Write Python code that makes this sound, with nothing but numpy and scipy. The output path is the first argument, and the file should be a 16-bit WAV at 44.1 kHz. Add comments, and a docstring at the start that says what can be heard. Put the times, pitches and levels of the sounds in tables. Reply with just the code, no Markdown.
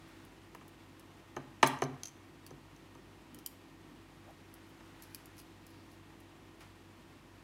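"""A brass lock cylinder is knocked on a plastic pinning tray, ringing tray and desk, until a pin drops
out and bounces with bright clinks. Steel tweezers then pick at the pins, set one down and probe the
cylinder: their blades ring at each touch and scrape as the tips catch and slip. Fingers rub and rustle.
Close microphone in a small room, with mains hum and the soft rush of a fan."""
import sys
import numpy as np
from scipy import signal
from scipy.fft import rfft, irfft
from scipy.io import wavfile

SR = 44100
rng = np.random.default_rng(int(sys.argv[2]) if len(sys.argv) > 2 else 0)


def output_pcm(signal):
    """Save a mono or channel-first signal as 16-bit PCM at the path in sys.argv[1].

    Samples are clipped to [-1, 1] before scaling.
    """
    pcm = np.clip(np.atleast_2d(signal).T, -1, 1) * 32767
    wavfile.write(sys.argv[1], SR, np.round(pcm).astype(np.int16))


N = 327663

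# Blows on the tray. Each row: start in seconds, level in dB, low-pass corner in Hz.
TRAY_BLOWS = [(.549, -45, 2330), (.6117, -51, 1700), (1.3669, -30.5, 850), (1.63, -12, 5030),
              (1.64, -49, 5000), (1.8219, -21, 760), (2.509, -39.5, 131), (2.953, -45.5, 220),
              (4.808, -52.5, 2000)]
# Tweezer blades, damped by the fingers. Each row: mode in Hz, relative level in dB, T60 in seconds.
BLADE_MODES = [(4400, 1, 0.022), (4740, -9, 0.018), (6950, 2.5, 0.014), (8650, -39, 0.0085),
               (11350, 2.5, 0.03), (12900, -1, .012), (15800, -15, 0.011)]
# Metal-on-metal contact noise. Each row: frequency in Hz, relative density in dB.
CONTACT_SPECTRUM = [(500, -16), (2500, 1.5), (3700, -5.5), (4900, 5.5), (7000, -4.5), (8500, -1.5),
                    (11000, 1.5), (13000, -1), (14300, -4), (15800, -5), (17000, -4)]


def amp(db):
    """Decibels to gain."""
    return 10 ** (np.asarray(db) / 20)


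def unit_rms(x):
    """Scales to rms 1."""
    return x / np.sqrt(np.mean(x ** 2) + 1e-20)


def unit_hit(x):
    """Scales a hit to the energy of 4 ms at rms 1."""
    return x / np.linalg.norm(x) * np.sqrt(.004 * SR)


def at_hz(points, hz):
    """Interpolates a table on a log-frequency axis."""
    points_hz, values = np.transpose(points)
    return np.interp(np.log(hz + 1), np.log(points_hz + 1), values)


def add(mix, start_s, sound):
    """Mixes a sound in at start_s."""
    part = mix[max(round(start_s * SR), 0):][:len(sound)]
    part += sound[:len(part)]


def cut(x, hz, kind, order):
    """Butterworth low-, high- or band-pass."""
    sos = signal.butter(order, np.clip(hz, 10, SR / 2 - 1000), kind, fs=SR, output="sos")
    return signal.sosfilt(sos, x)


def noise(spectrum, size):
    """Noise of a given spectrum, rms 1."""
    gain = amp(at_hz(spectrum, np.fft.rfftfreq(size, 1 / SR)))
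    return unit_rms(irfft(rfft(rng.standard_normal(size)) * gain, size))


def drift(rate_hz):
    """Slow random wander, rms 1."""
    gain = np.exp(-(np.fft.rfftfreq(N, 1 / SR) / rate_hz) ** 2)
    return unit_rms(irfft(rfft(rng.standard_normal(N)) * gain, N))


def ring(modes, t):
    """Decaying modes; neighbours alternate in sign, so the ring takes a moment to build."""
    return sum((-1) ** k * amp(db - 60 * t / t60_s) * np.sin(2 * np.pi * hz * t)
               for k, (hz, db, t60_s) in enumerate(modes))


def room(x, echo_db, wet_db, build_s=0.0016):
    """Direct sound, near echoes, then a diffuse tail whose top treble dies first."""
    # Desk top and near objects. Each row: delay in seconds, relative gain.
    echoes = [(.004, 0.16), (.0056, 0.13), (.0092, .2), (0.0116, 0.23)]
    # Room decay. Each row: frequency in Hz, T60 in seconds.
    decay_times = [(130, 0.52), (400, 0.38), (1200, 0.46), (3000, 0.41), (7000, 0.43), (15000, 0.29)]
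    near = np.zeros(N)
    for delay_s, gain in echoes:
        add(near, delay_s, gain * x)
    hz, t, spectra = signal.stft(rng.standard_normal(SR), SR, nperseg=256)
    decay = amp(-60 * t / at_hz(decay_times, hz)[:, None])
    tail = signal.istft(spectra * decay, SR, nperseg=256)[1]
    tail *= 1 - np.exp(-(np.arange(len(tail)) / SR / build_s) ** 2)
    diffuse = signal.fftconvolve(x, tail / np.linalg.norm(tail))[:N]
    return x + amp(echo_db) * near + amp(wet_db) * diffuse


def fan_air(level_db=-59, flutter_db=0.5, whine_hz=1870, whine_width_hz=60, whine_db=-23):
    """A soft rush of air with one narrow whine."""
    # Fan air. Each row: frequency in Hz, relative density in dB.
    air_spectrum = [(25, -34), (58, -2.5), (80, -11.5), (140, -1), (215, -2), (275, 0.5), (370, -2),
                    (480, -11), (1000, -8.5), (1500, -14.5), (2700, -15.5), (5000, -24), (12000, -32),
                    (15500, -35.5), (16300, -55)]
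    resonance = signal.iirpeak(whine_hz, whine_hz / whine_width_hz, SR)
    whine = unit_rms(signal.lfilter(*resonance, rng.standard_normal(N)))
    gain = amp(level_db + flutter_db * drift(rate_hz=39))
    return gain * (noise(air_spectrum, N) + amp(whine_db) * whine)


def hum(drone_hz=95.5, wander=0.000567, flutter=0.13):
    """Mains and fan motor tones waver; the motor's drone beats against the mains tone just above it."""
    # Mains and motor tones. Each row: frequency in Hz, rms level in dB.
    tones = [(50, -69.5), (100, -72), (150, -73), (200, -86), (269, -71), (300, -78), (328.3, -65),
             (500, -77.5), (700, -82.5), (1857, -79)]
    # Swell of the drone. Each row: time in seconds, rms level in dB.
    drone_levels = [(0, -67), (4.2, -67), (5.8, -64), (6.5, -64.5), (7.4, -68.5)]
    drone_db = np.interp(np.arange(N) / SR, *np.transpose(drone_levels))
    out = np.zeros(N)
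    for hz, db in list(tones) + [(drone_hz, drone_db)]:
        cycles = np.cumsum(hz * (1 + wander * drift(rate_hz=3.23))) / SR + rng.random()
        gain = amp(db) * np.sqrt(2) * (1 + flutter * drift(rate_hz=2.5))
        out += gain * np.sin(2 * np.pi * cycles)
    return out


def friction(low_hz, high_hz, order):
    """Friction noise in one band, rms 1."""
    return unit_rms(cut(rng.standard_normal(N), [low_hz, high_hz], "band", order))


def finger_rubs(width_ratio=.35):
    """Swells of friction noise, each in one resonance, over the broad rustle of the hands."""
    # Rustle of the hands. Each row: time in seconds, rms level in dB.
    rustle_levels = [(0, -66.5), (.2, -65), (.45, -77), (3.3, -89), (4.6, -69), (5.1, -64.5), (5.6, -73.5),
                     (6.59, -82), (6.61, -56.5), (6.72, -76), (7.4, -82)]
    # Fingers on tray and cylinder. Each row: middle and length in seconds, level in dB, centre in Hz.
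    rubs = [(0.097, .56, -76, 4030), (3.36, .14, -56.5, 273), (3.925, 0.077, -60, 265),
            (4.293, 0.076, -59, 680), (5.745, .3, -72, 4420)]
    t = np.arange(N) / SR
    rustle_db = np.interp(t, *np.transpose(rustle_levels))
    out = amp(rustle_db) * friction(low_hz=850, high_hz=2220, order=1)
    for middle_s, length_s, db, hz in rubs:
        swell = np.cos(np.pi * np.clip((t - middle_s) / length_s, -.5, .5))
        half_width_hz = hz * width_ratio / 2
        out += amp(db) * swell * friction(hz - half_width_hz, hz + half_width_hz, order=2)
    return out


def tweezer_scrapes(slips_per_s=1400, slip_s=0.0011, blades_db=-7):
    """Sliding tips catch and slip; the slips ring the blades."""
    # Tips sliding on metal. Each row: middle and length in seconds, level in dB, high-pass corner in Hz.
    scrapes = [(0.087, 0.046, -70, 11000), (3.468, 0.019, -57, 8000), (4.69, .08, -75, 13100),
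               (5.038, 0.035, -58, 4000), (5.079, 0.29, -72, 6630), (5.394, .075, -56.5, 2400),
               (5.707, .05, -71, 10000), (5.925, 0.09, -69, 3200), (6.61, 0.045, -67, 1500)]
    out, t = np.zeros(N), np.arange(SR // 10) / SR
    for middle_s, length_s, db, highpass_hz in scrapes:
        size = int(length_s * SR)
        slips = (rng.random(size) < slips_per_s / SR) * rng.exponential(1, size)
        grit = noise(CONTACT_SPECTRUM, size) * signal.fftconvolve(slips, np.exp(-t / slip_s))[:size]
        blades = signal.fftconvolve(grit, ring(BLADE_MODES, t))[:size]
        stroke = cut(unit_rms(grit) + amp(blades_db) * unit_rms(blades), highpass_hz, "high", order=2)
        add(out, middle_s - length_s / 2, amp(db) * unit_rms(stroke) * np.hanning(size))
    return out


def tweezer_ticks(blades_db=-9, scatter_db=8.5, part_db=-12, part_t60_cycles=140):
    """A snap of contact rings the touched part and the blades, differently at each grip."""
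    # Tips touching pins and brass. Each row: start in seconds, level in dB, high-pass corner in Hz,
    # pitch of the touched part in Hz.
    touches = [(.2505, -61, 9000, 12700), (.549, -57, 3850, 9800), (.681, -58, 9500, 13000),
               (0.996, -57, 7000, 8240), (1.673, -33.5, 6640, 9700), (1.676, -43, 7500, 12200),
               (2.4649, -50.5, 800, 4500), (2.473, -61, 4000, 9300), (3.3456, -50.5, 6500, 3020),
               (3.388, -54, 3500, 3140), (3.4618, -36.5, 5000, 3083), (3.4629, -39, 12000, 15200),
               (4.3075, -69, 9000, 12000), (4.5402, -53, 8460, 11500), (5.023, -50.5, 5500, 11300),
               (5.147, -40.5, 1760, 2440), (5.2576, -54.5, 5000, 11800), (5.667, -55.5, 6000, 13700),
               (6.2034, -62, 8000, 11200)]
    ref_snap_s, ref_db, halving_db = 0.0022, -41, 39
    out, t = np.zeros(N), np.arange(SR // 5) / SR
    for start_s, db, highpass_hz, part_hz in touches:
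        snap_s = ref_snap_s * .5 ** ((db - ref_db) / halving_db)  # firmer touches are shorter
        snap = unit_hit(noise(CONTACT_SPECTRUM, len(t)) * np.exp(-t / snap_s))
        gripped_modes = [(hz, mode_db - scatter_db * rng.standard_normal(), t60_s)
                         for hz, mode_db, t60_s in BLADE_MODES]
        blades = unit_hit(ring(gripped_modes, t))
        tick = unit_hit(cut(snap + amp(blades_db) * blades, highpass_hz, "high", order=2))
        part = unit_hit(ring([(part_hz, 0, part_t60_cycles / part_hz)], t))
        add(out, start_s, amp(db) * (tick + amp(part_db) * part))
    return out


def pin_bounces(count=5, first_s=2.034, first_db=-38, flight_s=.023, rebound=.665, step_db=-4.5):
    """The dropped pin lands ever sooner and softer. Each row: start in seconds, level in dB."""
    return [(first_s + flight_s * np.sum(rebound ** np.arange(k)), first_db + step_db * k)
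            for k in range(count)]


def pin_clinks(jolt_db=-19.5, jolt_lead_s=0.0019, detune=0.013, grit_db=-7, grit_s=0.003, top_hz=8000):
    """Pins clink as blows jolt them and as one rattles and bounces; each contact rings differently."""
    # Loose pin rattling on brass. Each row: start in seconds, level in dB.
    rattles = [(1.663, -41), (1.667, -39), (1.7887, -56), (1.829, -47), (1.8384, -41.5), (2.0542, -48),
               (2.7635, -62.5)]
    # Pin against the cylinder. Each row: mode in Hz, relative level in dB, T60 in seconds.
    pin_modes = [(3190, -20, 0.068), (4350, -4, 0.0063), (5920, 2, 0.0057), (6400, 3, 0.013),
                 (7600, -6.5, 0.0057), (10500, -6, 0.0042), (13200, -19, 0.0076)]
    jolts = [(start_s - jolt_lead_s, db + jolt_db) for start_s, db, _ in TRAY_BLOWS]
    out, t = np.zeros(N), np.arange(SR // 10) / SR
    for start_s, db in jolts + list(rattles) + pin_bounces():
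        pitch_ratio = 1 + detune * rng.standard_normal()
        tone = unit_hit(ring(pin_modes, t * pitch_ratio))
        contact = cut(noise(CONTACT_SPECTRUM, len(t)), top_hz, "low", order=1)
        grit = unit_hit(contact * np.exp(-t / grit_s))
        add(out, start_s, amp(db) * unit_hit(tone + amp(grit_db) * grit))
    return out


def tray_knocks(crack_db=-4.5, crack_s=0.0057, rise_s=0.00009, highpass_ratio=0.048):
    """Each blow rings tray and desk with a plastic crack; harder, shorter blows have less bass."""
    # Tray on the desk. Each row: mode in Hz, relative level in dB, T60 in seconds.
    tray_modes = [(135.5, -7, 0.45), (148, -12.5, 0.2), (253.7, -19.5, 0.42), (275, -10.5, 0.17),
                  (372, -3, 0.092), (476, -5.5, 0.065), (581, -11, 0.078), (715, -2, 0.03), (824, 4, 0.024),
                  (901, 6, 0.021), (1058, -4.5, 0.077), (1157, -3.5, 0.057), (1260, 0.5, 0.025),
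                  (1575, -6, 0.068), (1664, 6.5, 0.0082), (1824, 9, 0.011), (2350, 2, 0.0091),
                  (2620, -49, 0.012), (2730, 0, 0.012), (3115, -1.5, 0.017), (3990, -8, 0.022),
                  (5470, -15, .01)]
    # Crack of the plastic. Each row: frequency in Hz, relative density in dB.
    crack_spectrum = [(100, 0), (400, 4.5), (1100, 8.5), (1900, -10), (3000, -5), (4000, -12.5),
                      (7000, -12.5), (11000, -17), (16000, -49)]
    out, t = np.zeros(N), np.arange(SR) / SR
    body = unit_hit(ring(tray_modes, t))
    crack_envelope = np.exp(-t / crack_s) * (1 - np.exp(-t / rise_s))
    for start_s, db, lowpass_hz in TRAY_BLOWS:
        crack = unit_hit(noise(crack_spectrum, SR) * crack_envelope)
        blow = cut(body + amp(crack_db) * crack, lowpass_hz, "low", order=1)
        blow = cut(blow, highpass_ratio * lowpass_hz, "high", order=1)
        add(out, start_s, amp(db) * unit_hit(blow))
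    return out


def scene(tray_highpass_hz=104):
    """The tray fills the room but radiates no deep bass; the small metal parts are close and drier."""
    knocks = room(cut(tray_knocks(), tray_highpass_hz, "high", order=5), echo_db=-3.0, wet_db=-7.5)
    pins = room(pin_clinks(), echo_db=-5.0, wet_db=-17.5)
    tweezers = room(tweezer_ticks() + tweezer_scrapes(), echo_db=-2, wet_db=-14.5)
    return (knocks + pins + tweezers + finger_rubs() + hum() + fan_air())[None]


def record(dry):
    """Microphone bass roll-off, then a steep treble limit."""
    highpass_hz, lowpass_hz = 36, 16200
    thinned = cut(dry, highpass_hz, "high", order=4)
    lowpass = signal.firwin(301, lowpass_hz, window=("kaiser", 9), fs=SR)
    return signal.oaconvolve(thinned, lowpass[None], "same")


dry = scene()
out = record(dry)
output_pcm(out)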